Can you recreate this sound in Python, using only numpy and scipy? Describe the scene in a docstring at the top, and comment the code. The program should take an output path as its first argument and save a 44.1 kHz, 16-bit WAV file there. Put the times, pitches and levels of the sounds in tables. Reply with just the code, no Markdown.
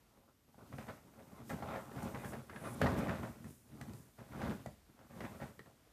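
"""A large stiff paper gift bag is filled, shaken and set down on a carpet, a few metres from a camera.
Over steady room tone, hiss and a thin whine, light touches build to the hardest strokes near 3 s, then ease off.
Each stroke makes the wide walls boom as a bank of resonances and the creases crumple as clumps of tiny rings;
the paper snaps with a pop and a rattle, and hands slide over its gloss as fine coloured noise.
A furnished room answers the creases and snaps; the camera adds hiss, more under loud sounds."""
import sys
import numpy as np
from scipy import signal
from scipy.fft import rfft, irfft, next_fast_len
from scipy.io import wavfile
from scipy.ndimage import uniform_filter1d, map_coordinates

SR = 44100
rng = np.random.default_rng(int(sys.argv[2]) if len(sys.argv) > 2 else 0)


def persist_wave(psi):
    """Save psi, clipped to +-1, as 16-bit WAV."""
    counts = np.round(np.clip(psi, -1, 1) * 32767).astype(np.int16)
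    wavfile.write(sys.argv[1], SR, np.atleast_2d(counts).T)


N = 261380  # samples

# Room tone and camera hiss. Each row: frequency in Hz, relative density in dB per Hz.
QUIET_COLOUR = [(18, -31), (30, -15), (43, 7.5), (85, 1.5), (154, -5.5), (200, -5), (336, -8.5), (611, -13),
                (1600, -18.5), (12500, -29), (14900, -35)]
# A thin electronic tone: frequency in Hz, level in dB.
WHINE_TONE = (12478, -90.5)
# Decay of the room. Each row: frequency in Hz, time to fall 60 dB in seconds.
ROOM_DECAY = [(100, 0.35), (1000, 0.19), (4000, 0.29), (12000, 0.036)]
# The bag as a drum. Each row: resonance in Hz, width in Hz, relative strength in dB.
WALL_MODES = [(58.8, 10.3, -4.5), (83, 19.4, -1.5), (131, 25.7, 1), (188.5, 25, -1.5), (228.5, 34.3, -0.5),
              (312, 54.5, -7.5), (373.5, 70, -11.5)]
# Hiss of glossy paper. Each row: frequency in Hz, relative density in dB per Hz.
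GLOSS_COLOUR = [(3000, -34.5), (5000, -10), (7000, -8), (9000, -8.5), (11200, -11), (12500, -9.5),
                (14900, -6.5)]
# A narrow hiss within the slide. Each row: frequency in Hz, relative density in dB per Hz.
WHISTLE_COLOUR = [(7500, -26.5), (9000, -20), (9950, -9), (10500, -15), (11200, -47.5)]
# Slides over the glossy paper. Each row: peak in seconds, time to swell 20 dB in seconds,
# time to sink 20 dB in seconds, level in dB, whistle in dB relative to the slide before a common trim.
HAND_SLIDES = [(.78, .1, 0.4, -67, -6), (.94, .3, .15, -70, -9), (1.4, 1.1, 0, -72, -11),
               (1.5, 0.04, 0.12, -55, -14), (1.77, 0.6, 1.2, -65.5, -6), (2.03, 0.13, 0.3, -59, -15),
               (2.15, 0, .3, -69, -6), (2.25, 0, .15, -56.5, -5), (2.31, 0.3, 0.1, -60.5, 2),
               (2.67, 0.23, .2, -61.5, 5), (2.75, .15, 0, -57.5, 3.5), (2.989, .03, .035, -53, -4),
               (3.28, 0.5, .25, -64, -8), (3.5, .13, 0.3, -63.5, -0.5), (3.83, .03, .25, -67, -20),
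               (3.95, 0, .25, -63.5, -1), (4.51, 1.2, 0.5, -70.5, -12), (4.69, .1, 0, -75, -6),
               (5.25, 0.3, .4, -65.5, -12), (5.45, .5, 0.3, -68.5, -5), (5.69, .3, .15, -80, -4.5)]
# Pushes and pulls of the hands. Each row: peak in seconds, time to swell 20 dB in seconds (sign ignored),
# hold in seconds, creasing in dB, wall boom in dB, crispness in dB relative to the creasing.
HAND_STROKES = [(.18, 0.1, .005, -71.5, -68, -19.5), (0.295, -0.6, .005, -72, -74, -14),
                (0.476, 0, .005, -71.5, -65.5, -20), (0.582, 0, 0.014, -59, -56.5, -13),
                (0.657, 0.13, .02, -67, -59, -12), (0.738, .05, .005, -58, -47.5, -9.5),
                (0.785, 0.0064, 0.0046, -50.5, -49.5, -5), (.885, 0.025, 0.009, -50, -49.5, -5.5),
                (1.085, 0.24, .005, -68.5, -62, -9), (1.183, 0.07, 0.031, -60, -58, -10),
                (1.288, 0.05, 0.058, -64.5, -61, -9), (1.387, 0.07, 0.014, -57.5, -55.5, -10.5),
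                (1.464, 0.32, .005, -76, -53, -11), (1.507, 0.0034, 0.032, -47, -42.5, -7.5),
                (1.632, 0.02, .005, -45, -46, -15), (1.681, 0.0346, 0.033, -49, -49.5, -8.5),
                (1.737, 0.0664, .02, -43.5, -48.5, -8.5), (1.896, 0.2, 0.048, -58.5, -54, -10),
                (1.983, 0.08, 0.03, -49.5, -44.5, -7.5), (2.07, .1, .01, -47.5, -42, -11.5),
                (2.15, 0.03, 0.019, -49.5, -46, -7.5), (2.254, 0.14, .005, -51, -48.5, -4.5),
                (2.334, .06, 0.019, -49.5, -43.5, -8), (2.5, .02, .025, -55.5, -54.5, -3.5),
                (2.567, 0.04, .02, -55.5, -53.5, -3.5), (2.66, 0.07, 0.0059, -45.5, -46.5, -7.5),
                (2.756, 0.25, 0.052, -58.5, -46, -13), (2.827, .03, 0.045, -36.5, -32, -8.5),
                (2.96, 0.13, .02, -47.5, -39.5, -7), (3.003, 0.09, 0.026, -43.5, -37.5, -9),
                (3.097, .12, 0.024, -42.5, -39, -5.5), (3.193, 0.04, 0.024, -59, -46, -8),
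                (3.235, -0.02, 0.0062, -46.5, -43.5, -8), (3.363, 2.9, 0.045, -69.5, -58.5, -5),
                (3.468, 0.16, 0.0088, -65.5, -49.5, -6), (3.726, 0.12, 0.039, -71.5, -56, -5),
                (3.817, 0.12, 0.018, -61, -49.5, -16), (3.879, 0.1, 0.068, -65, -49.5, -9.5),
                (4.04, 0.4, 0.045, -74, -65, -4.5), (4.19, .015, 0.021, -57, -53, -7),
                (4.333, 0.07, 0.044, -56, -49.5, -6.5), (4.402, 0.0346, .01, -49, -47, -6.5),
                (4.454, 0.13, 0.05, -47, -39, -5.5), (4.678, 0.1, .005, -69, -57, -10),
                (4.898, -0.03, .004, -74, -61.5, -5), (5.006, -0.1, 0.043, -65.5, -63, -7),
                (5.106, 0.02, .02, -61.5, -55.5, -6), (5.165, .04, 0.027, -58.5, -50.5, -8),
                (5.208, 0, 0.03, -49, -46.5, -3.5), (5.32, 0.23, 0.047, -58.5, -54, -9),
                (5.419, .035, 0.013, -50, -46.5, -5.5), (5.597, 0.06, .004, -76, -59.5, -11),
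                (5.662, .006, .02, -64.5, -61.5, -14), (5.872, -3, .005, -81, -87, -20)]
# Snaps of the paper, with some weaker bursts within the strokes. Each row: start in seconds, level in dB,
# panel pitch in Hz, then thump, crispness and edge in dB relative to that level, all before the mix gains.
PAPER_SNAPS = [(.173, -61.5, 637, -12, -13, -18), (.287, -60, 620, -2, -22, -17),
               (.544, -52, 800, -5, -26, -24), (.581, -50, 624, -17, -28, -27),
               (.727, -42, 1100, -2, -19, -29), (.783, -42, 700, -1.5, -10.5, -26),
               (.868, -47, 740, -13, -16, -26), (.886, -42, 950, -10, -14, -31),
               (1.137, -55, 610, -3, -13, -22), (1.494, -44.5, 466, -11, -7, -11.5),
               (1.5, -38.5, 666, -7, -9, -21), (1.602, -39.5, 580, -3, -25, -26.5),
               (1.624, -31.5, 750, -7, -24, -50), (1.759, -30.5, 514, -11.5, -22, -38),
               (1.916, -47, 476, -7, -11.5, -22), (1.962, -42, 624, -1, -19, -23),
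               (2.029, -41, 735, 6.5, -28, -4), (2.146, -39.5, 1000, -13, -10, -32),
               (2.245, -40, 432, 0.5, -10.5, -19), (2.333, -44.5, 725, -12, -7.5, -22),
               (2.497, -39, 1250, -20, -17, -32), (2.56, -45, 1130, -10, -6.5, -22),
               (2.638, -40, 513, -17, -17, -34), (2.815, -21, 537, -12, -16, -20),
               (2.864, -27.5, 530, -3, -13.5, -39.5), (2.989, -37, 620, -8, -17, -35),
               (3.093, -35.5, 656, -2.5, -10, -42), (3.23, -38.5, 920, 1.5, -19, -27),
               (3.443, -49, 1230, 7, -13, -8), (3.719, -62, 780, 7, -8, -16),
               (3.812, -43, 794, -25, -9.5, -3), (3.934, -48.5, 455, 3.5, -16, -1),
               (4.185, -50.5, 580, -4, -15, -25), (4.322, -47, 665, 0.5, -13, -20.5),
               (4.398, -45, 398, -13, -19, -28), (4.416, -35.5, 624, -6, -13, -24),
               (4.66, -33, 636, -4.5, -23.5, -17), (4.99, -53.5, 870, -14, -11, -19),
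               (5.205, -39.5, 670, -9.5, -9, -17), (5.401, -42, 610, -9, -19, -28),
               (5.592, -46, 420, -12.5, -8, -15), (5.659, -58, 640, -8, -8, -19),
               (5.873, -61, 470, -10, -19, -19)]
# A snap's rattle. Each row: frequency in Hz, colour in dB.
CRACK_COLOUR = [(350, -24), (700, -8), (1200, 0), (1900, 3), (2700, -9), (4500, -15), (8000, -30),
                (12000, -59)]
# The tick at a snap's start. Each row: frequency in Hz, colour in dB.
EDGE_COLOUR = [(2500, -55), (4000, -10), (8000, -7.5), (14000, -15)]
# Soft folds. Each row: frequency in Hz, colour in dB.
SOFT_FOLD_COLOUR = [(200, -26), (350, -3.5), (550, 0.5), (900, -3), (1400, -5.5), (2200, -34.5)]
# Sharp folds. Each row: frequency in Hz, colour in dB.
CRISP_FOLD_COLOUR = [(900, -28.5), (1500, 5.5), (2000, 0.5), (2800, -10), (4000, -17), (7000, -29),
                     (12000, -42)]

QUIET_DB = -69.5
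CREASE_FALL_S, BOOM_FALL_S = 0.11, 0.11  # time to sink 20 dB after a stroke of -50 dB
FALL_DOUBLES_DB = 40  # a stroke so much stronger takes twice as long to sink
RATTLE_T60_S, RATTLE_DOUBLES_DB = 0.02, 33  # for a snap of -44.5 dB; so much louder, twice as long
TOP_HZ = 14560  # the camera's band limit


def amp(db):
    """Turn dB into gain."""
    return 10 ** (np.asarray(db) / 20)


def unit(x):
    """Bring a sound to an RMS of one."""
    return x / np.sqrt(np.mean(x ** 2) + 1e-20)


def along(points, hz):
    """Read (Hz, value) points along a log frequency axis."""
    f, value = np.transpose(points)
    return np.interp(np.log(hz + 1), np.log(f + 1), value)


def wobble(rate):
    """A smooth random curve with rate knots a second."""
    knots = rng.standard_normal(int(N * rate / SR) + 4)
    return map_coordinates(knots, [np.arange(N) * rate / SR])


def filtered(x, response):
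    """Shape x by a complex response of frequency."""
    m = next_fast_len(x.shape[-1] + SR // 4)
    spectrum = rfft(x, m) * response(np.fft.rfftfreq(m, 1 / SR))
    return irfft(spectrum, m)[..., :x.shape[-1]]


def causal(colour):
    """The minimum-phase response with a given (Hz, dB) colour, so nothing sounds ahead of its impulse."""
    def response(hz):
        cepstrum = irfft(np.log(amp(along(colour, hz))))
        half = len(cepstrum) // 2
        cepstrum[1:half] *= 2
        cepstrum[half + 1:] = 0
        return np.exp(rfft(cepstrum))
    return response


def steady(x, seconds):
    """Even out slow loudness, leaving the level to the hand's effort."""
    power = np.abs(uniform_filter1d(x ** 2, round(seconds * SR)))
    return x / np.sqrt(power + 1e-12)


def swells(peak_s, rise_s, hold_s, fall_s, level_db):
    """Gain of overlapping gestures, each swelling to its peak, holding and sinking; powers add."""
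    step = 88  # samples between gain points
    t = np.arange(0, N + step, step) / SR - np.asarray(peak_s)[:, None]
    before = -t / np.abs(rise_s)[:, None]
    after = (t - np.abs(hold_s)[:, None]) / np.abs(np.reshape(fall_s, (-1, 1)))
    drop_db = 20 * np.maximum(0, np.maximum(before, after))
    power = amp(level_db[:, None] - drop_db) ** 2
    return np.interp(np.arange(N) / step, np.arange(t.shape[1]), np.sqrt(power.sum(0)))


def letting_go(fall_s, level_db):
    """Light touches die away sooner than hard pulls."""
    return fall_s * 2 ** ((level_db + 50) / FALL_DOUBLES_DB)


def buckles(rate, spread_db, clump_db, rub):
    """Tiny random buckling impulses that come in clumps, over a share of steady rubbing."""
    when, size, sign = rng.random((3, N))
    sizes = amp(-spread_db * np.log(size + 0.09))  # few large, many small
    pops = (when < rate / SR) * sizes * np.sign(sign - 0.5)
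    return unit(pops * amp(clump_db * wobble(40))) + rub * rng.standard_normal(N)


def quiet():
    """Room tone and hiss are coloured noise; a faint whine drifts a little in phase and level."""
    tone = unit(filtered(rng.standard_normal(N), causal(QUIET_COLOUR)))
    whine_hz, whine_db = WHINE_TONE
    phase = 2 * np.pi * whine_hz * np.arange(N) / SR + 1.0 * wobble(12)
    whine = np.sqrt(2) * amp(whine_db + 1.6 * wobble(10)) * np.sin(phase)
    return amp(QUIET_DB + 2.0 * wobble(2.84)) * tone + whine


def room(x, wet_db):
    """Direct sound plus a slightly late tail of noise in which each frequency dies at its own speed."""
    hz, t, z = signal.stft(rng.standard_normal(SR // 3), SR, nperseg=256)
    decay = amp(-60 * t / along(ROOM_DECAY, hz)[:, None])
    tail = signal.istft(z * decay, SR, nperseg=256)[1]
    late = np.pad(x, (250, 0))
    return x + amp(wet_db) * signal.fftconvolve(late, tail / np.linalg.norm(tail))[:len(x)]


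def drum(f):
    """The wall resonances of the bag, summed with alternating polarity."""
    total = 0
    for k, (centre, width, db) in enumerate(WALL_MODES):
        mode = 1j * f * width / (centre * centre - f * f + 1j * f * width)
        total = total + (-1) ** k * amp(db) * mode
    return total


def walls():
    """Shoves and flexing drive the low modes of the bag."""
    peak_s, rise_s, hold_s, _, boom_db, _ = np.transpose(HAND_STROKES)
    effort = swells(peak_s, rise_s, hold_s, letting_go(BOOM_FALL_S, boom_db), boom_db)
    flexing = buckles(250, 2.05, 3.5, rub=0.68)
    return effort * steady(filtered(flexing, drum), 0.089)


def sliding():
    """Skin and cardboard hiss finely over the coated paper, at times with a narrow whistle."""
    peak_s, rise_s, fall_s, level_db, whistle_db = np.transpose(HAND_SLIDES)
    rubbing = buckles(4000, 5.0, 1.0, rub=1.16)
    broad = unit(filtered(rubbing, causal(GLOSS_COLOUR)))
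    narrow = unit(filtered(rubbing, causal(WHISTLE_COLOUR)))
    no_hold = 0 * peak_s
    broad_gain = swells(peak_s, rise_s, no_hold, fall_s, level_db)
    narrow_gain = swells(peak_s, rise_s, no_hold, fall_s, level_db + whistle_db - 5.5)
    return broad_gain * broad + narrow_gain * narrow


def snaps():
    """Each snap or burst pops a panel, cracks into a short rattle, pushes the walls and starts with a tick."""
    pop, crisp, push, tick = np.zeros((4, N + SR))
    t = np.arange(SR // 5) / SR

    def fade(t60):
        """Exponential decay reaching -60 dB at t60 seconds."""
        return amp(-60 * t / t60)

    def burst(t60):
        """Decaying noise with a soft onset; longer bursts carry more energy."""
        noise = fade(t60) * (1 - fade(0.012)) * rng.standard_normal(len(t))
        return unit(noise) * np.sqrt(t60)

    for start_s, db, hz, thump_db, crisp_db, edge_db in PAPER_SNAPS:
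        start = round(start_s * SR)
        at = slice(start, start + len(t))
        rattle_s = RATTLE_T60_S * 2 ** ((db + 44.5) / RATTLE_DOUBLES_DB)
        # a panel rings for a few cycles at the pitch given in its row
        ring = fade(7.9 / hz) * (1 - fade(3 / hz)) * np.sin(2 * np.pi * hz * t)
        pop[at] += amp(db) * ring
        crisp[at] += amp(db + crisp_db) * burst(rattle_s)
        shove = t / 0.0013 * np.exp(1 - t / 0.00097)  # one soft push, cresting after about 1 ms
        push[at] += amp(db + thump_db) * shove
        tick[at] += amp(db + edge_db) * burst(0.6 * rattle_s)
    mix = amp(5) * pop
    mix += amp(12.5) * filtered(crisp, causal(CRACK_COLOUR))
    mix += amp(10) * filtered(push, drum)
    mix += amp(4.5) * filtered(tick, causal(EDGE_COLOUR))
    return room(mix[:N], wet_db=-9.0)


def crinkles(rate, spread_db, clump_db, cycles):
    """Small facets flip in clumps; each rings for a few cycles at its own random pitch."""
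    when, size, pitch, sign = rng.random((round(rate * N / SR), 4)).T
    start = (when * N).astype(int)
    hz = 300 * (7000 / 300) ** pitch[:, None]  # 300 to 7000 Hz
    t = np.arange(700) / SR
    size_db = -spread_db * np.log(size + 0.021)
    gain = amp(size_db + clump_db * wobble(30)[start])[:, None] * hz / 1000
    decay = amp(-60 * t * hz / cycles)
    rings = gain * decay * np.sin(2 * np.pi * hz * t) * np.sign(sign - 0.5)[:, None]
    places = start[:, None] + np.arange(len(t))
    return unit(np.bincount(places.ravel(), rings.ravel(), N + len(t))[:N])


def creases():
    """The same crinkling feeds a soft body and, when the fold is sharp, a crisp top."""
    peak_s, rise_s, hold_s, level_db, _, crisp_db = np.transpose(HAND_STROKES)
    facets = crinkles(1200, 4.04, 4.0, cycles=8.7)
    pops = room(facets + 0.3 * buckles(300, 3.3, 3.9, rub=0.63), wet_db=-3.5)
    soft = steady(filtered(pops, causal(SOFT_FOLD_COLOUR)), 0.058)
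    crisp = steady(filtered(pops, causal(CRISP_FOLD_COLOUR)), 0.057)
    fall_s = letting_go(CREASE_FALL_S, level_db)
    soft_gain = swells(peak_s, rise_s, hold_s, fall_s, level_db)
    crisp_gain = swells(peak_s, rise_s, hold_s, fall_s, level_db + crisp_db)
    return soft_gain * soft + crisp_gain * crisp


def scene():
    """Sum the layers from background to bag, in one channel."""
    return (quiet() + walls() + sliding() + snaps() + creases())[None]


def record(dry):
    """The camera adds hiss that grows with the level, cuts deep bass and all above its band limit."""
    level = np.sqrt(np.abs(uniform_filter1d(dry ** 2, 6000)))
    noisy = dry + amp(-42) * level ** 0.55 * rng.standard_normal(dry.shape)

    def band(hz):
        """Four gentle 30 Hz bass cuts in a row, and a sharp top edge."""
        return (1j * hz / (30 + 1j * hz)) ** 4 * (hz < TOP_HZ)

    return filtered(noisy, band)


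dry = scene()
out = record(dry)
persist_wave(out)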